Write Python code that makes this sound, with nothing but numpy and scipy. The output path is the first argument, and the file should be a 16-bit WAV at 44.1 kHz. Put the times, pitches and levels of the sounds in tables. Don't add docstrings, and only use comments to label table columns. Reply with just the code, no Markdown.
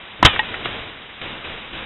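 import sys
import numpy as np
from scipy import signal
from scipy.fft import rfft, irfft
from scipy.io import wavfile
from scipy.ndimage import uniform_filter1d

SR = 44100
rng = np.random.default_rng(int(sys.argv[2]) if len(sys.argv) > 2 else 0)


def master_out(mix):
    frames = np.transpose(np.atleast_2d(mix))
    ceiling = np.clip(frames, -1, 1)
    pcm = np.round(ceiling * 32767).astype(np.int16)
    wavfile.write(sys.argv[1], SR, pcm)


N = 81585
T = np.arange(N) / SR
BIN_HZ = np.arange(N // 2 + 1) * SR / N + 1e-9
IMPACT_S, NOISE_TOP_HZ = 0.2484, 4300

# (frequency [Hz], relative density [dB])
BLAST_SPECTRUM = [(25, -3.5), (90, 6), (200, 2), (450, -6.5), (1000, 1.5), (1650, 0.5), (2250, -2.5),
                  (3100, -1), (3900, -5)]


def from_db(db):
    return 10 ** (np.asarray(db) / 20)


def unit_rms(x):
    return x / np.sqrt(np.mean(x ** 2) + 1e-20)


def evened(x, window_samples=130):
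    return x / np.sqrt(uniform_filter1d(x * x, window_samples) + 1e-9)


def envelope(start_s, hold_s, t60_s, attack_s=0.00054):
    rise = np.clip((T - start_s) / attack_s, 0, 1)
    return rise * from_db(-60 * np.maximum(T - start_s - hold_s, 0) / t60_s)


def coloured(x, spectrum):
    hz, db = np.transpose(spectrum)
    gain = from_db(np.interp(np.log(BIN_HZ), np.log(hz), db))
    in_band = (BIN_HZ > 15) & (BIN_HZ < NOISE_TOP_HZ)
    return unit_rms(irfft(rfft(x) * gain * in_band, N))


def noise(spectrum):
    return coloured(rng.standard_normal(N), spectrum)


def resonant_noise(hz, width_hz):
    bins = rfft(rng.standard_normal(N)) * (BIN_HZ < NOISE_TOP_HZ)
    detuning = (BIN_HZ - hz * hz / BIN_HZ) / width_hz
    return unit_rms(irfft(bins / (1 + 1j * detuning), N))


def ring(start_s, modes):
    age_s = np.maximum(T - start_s, 0)
    return sum(from_db(db - 60 * np.minimum(age_s / t60_s, 10)) * np.sin(2 * np.pi * hz * age_s)
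               for hz, db, t60_s in modes)


def air():
    # (frequency [Hz], relative density [dB])
    air_spectrum = [(25, -1), (80, -2), (200, -0.5), (420, -3), (1000, -1.5), (2000, -0.5), (3000, 0.5),
                    (3900, -2.5)]
    puff = from_db(-37) * envelope(0.1927, hold_s=0.025, t60_s=0.04, attack_s=0.0022)
    puff *= resonant_noise(hz=80, width_hz=270)
    return from_db(-38) * noise(air_spectrum) + puff


def crack():
    # (time [s], level [dB])
    arrivals = [(0.228, 1.5), (0.2309, -6.5)]
    # (frequency [Hz], relative level [dB], t60 [s])
    crack_modes = [(332, -8.5, 0.022), (896, -7.5, .028), (1016, 1, 0.019), (1260, -7, 0.027),
                   (1873, -3.5, .028), (2920, -10, .02)]
    snap = sum(from_db(db) * ring(start_s, crack_modes) for start_s, db in arrivals)
    hiss = from_db(-16.5) * envelope(0.2262, hold_s=0.016, t60_s=0.05) * noise(BLAST_SPECTRUM)
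    return snap + hiss


def blast():
    pulse_s = 0.002506
    age = np.maximum(T - IMPACT_S, 0) / pulse_s
    pulse = -from_db(-6.5) * age * (2 - age) * np.exp(1 - age)
    bark = from_db(-2) * envelope(IMPACT_S, hold_s=0.0045, t60_s=0.012)
    bark *= evened(resonant_noise(hz=1403, width_hz=1760))
    burst = from_db(-5) * envelope(IMPACT_S, hold_s=0.011, t60_s=0.12)
    burst *= evened(noise(BLAST_SPECTRUM))
    shriek = from_db(-5.5) * envelope(0.2522, hold_s=0.011, t60_s=0.0098)
    shriek *= evened(resonant_noise(hz=3218, width_hz=350))
    return pulse + bark + burst + shriek


def dirt_spray():
    # (frequency [Hz], relative density [dB])
    dirt_spectrum = [(25, -7.5), (100, -2.5), (300, 2.5), (600, -4), (1500, 1.5), (2300, -4), (3100, 5),
                     (3900, -6)]
    grains_per_s, spread_db = 2500, 2.4
    sizes = from_db(spread_db * np.minimum(rng.exponential(1, N), 4))
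    signs = rng.choice([-1, 1], N)
    clicks = sizes * signs * (rng.random(N) < grains_per_s / SR)
    return from_db(-17.5) * envelope(IMPACT_S, hold_s=0, t60_s=0.38) * coloured(clicks, dirt_spectrum)


def ricochet():
    # (ratio to pitch [1], relative level [dB])
    partials = [(.5, -7), (.74, -8), (1.0, 0), (1.21, 1), (1.425, -6)]
    start_s, start_hz, half_pitch_s, double_distance_s = 0.262, 2610, 0.75, 0.022
    age_s = np.maximum(T - start_s, 0)
    pitch_hz = start_hz / (1 + age_s / half_pitch_s)
    phase = 2 * np.pi * np.cumsum(pitch_hz) / SR
    tone = sum(from_db(db) * np.sin(ratio * phase + rng.uniform(0, 2 * np.pi)) for ratio, db in partials)
    distance_ratio = 1 + age_s / double_distance_s
    return from_db(-17) * envelope(start_s, hold_s=0, t60_s=2.8) * tone / distance_ratio


def tree_echoes():
    # (time [s], level [dB], hold [s], t60 [s])
    returns = [(0.327, -26.5, 0.035, 0.44), (0.428, -32, 0.22, 0.82), (0.663, -31, .12, 0.83),
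               (1.212, -31, .08, 1.1), (1.441, -32.5, 0.077, 1.32), (1.728, -31.5, 0.071, 0.93)]
    # (frequency [Hz], relative density [dB])
    echo_spectrum = [(25, 3.5), (80, 3.5), (180, 0), (380, 1.5), (900, -2), (1900, -1.5), (2500, -0.5),
                     (3300, -0.5), (3900, -3)]
    power = sum((from_db(db) * envelope(start_s, hold_s, t60_s, attack_s=0.0022)) ** 2
                for start_s, db, hold_s, t60_s in returns)
    return np.sqrt(power) * noise(echo_spectrum)


def slaps_and_report():
    # (time [s], level [dB], t60 [s], centre [Hz])
    arrivals = [(.335, -22, .03, 2200), (0.361, -17.5, 0.043, 1500), (.541, -19.5, 0.052, 1920),
                (.647, -22, .06, 3000), (0.6558, -15.5, 0.036, 1600), (.672, -25, .04, 1800),
                (1.214, -29.5, 0.058, 2400), (1.447, -31.5, .06, 2290)]
    slaps = sum(from_db(db) * envelope(start_s, 0, t60_s) * evened(resonant_noise(hz, width_hz=1200))
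                for start_s, db, t60_s, hz in arrivals)
    thud = from_db(-26) * envelope(0.651, hold_s=0.011, t60_s=0.056)
    thud *= resonant_noise(hz=450, width_hz=850)
    return slaps + thud


def knock():
    # (frequency [Hz], relative level [dB], t60 [s])
    body_modes = [(869, -3, 0.063), (997, -8.5, .05), (1670, -9.5, .04), (1878, 0.5, 0.069),
                  (2925, -2.5, 0.034), (3670, -11, 0.014)]
    start_s, build_s = 0.3922, 0.0009
    build_up = 1 - np.exp(-np.maximum(T - start_s, 0) / build_s)
    body = ring(start_s, body_modes) * build_up
    tick = envelope(start_s, hold_s=0, t60_s=0.021) * resonant_noise(hz=3000, width_hz=1700)
    return from_db(-8) * body + from_db(-10.5) * tick


def scene():
    mix = air() + crack() + blast() + dirt_spray() + ricochet()
    mix += tree_echoes() + slaps_and_report() + knock()
    return mix[None]


def record(dry):
    band_top_hz, knee_order, dull_hz, cutoff_hz = 3856, 12, 9000, 16000
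    narrow = signal.sosfilt(signal.ellip(10, 0.3, 85, band_top_hz, fs=SR, output="sos"), dry)
    clipped = narrow / (1 + np.abs(narrow) ** knee_order) ** (1 / knee_order)
    dulled = signal.sosfilt(signal.butter(2, dull_hz, fs=SR, output="sos"), clipped)
    return signal.sosfilt(signal.cheby2(12, 70, cutoff_hz, fs=SR, output="sos"), dulled)


dry = scene()
out = record(dry)
master_out(out)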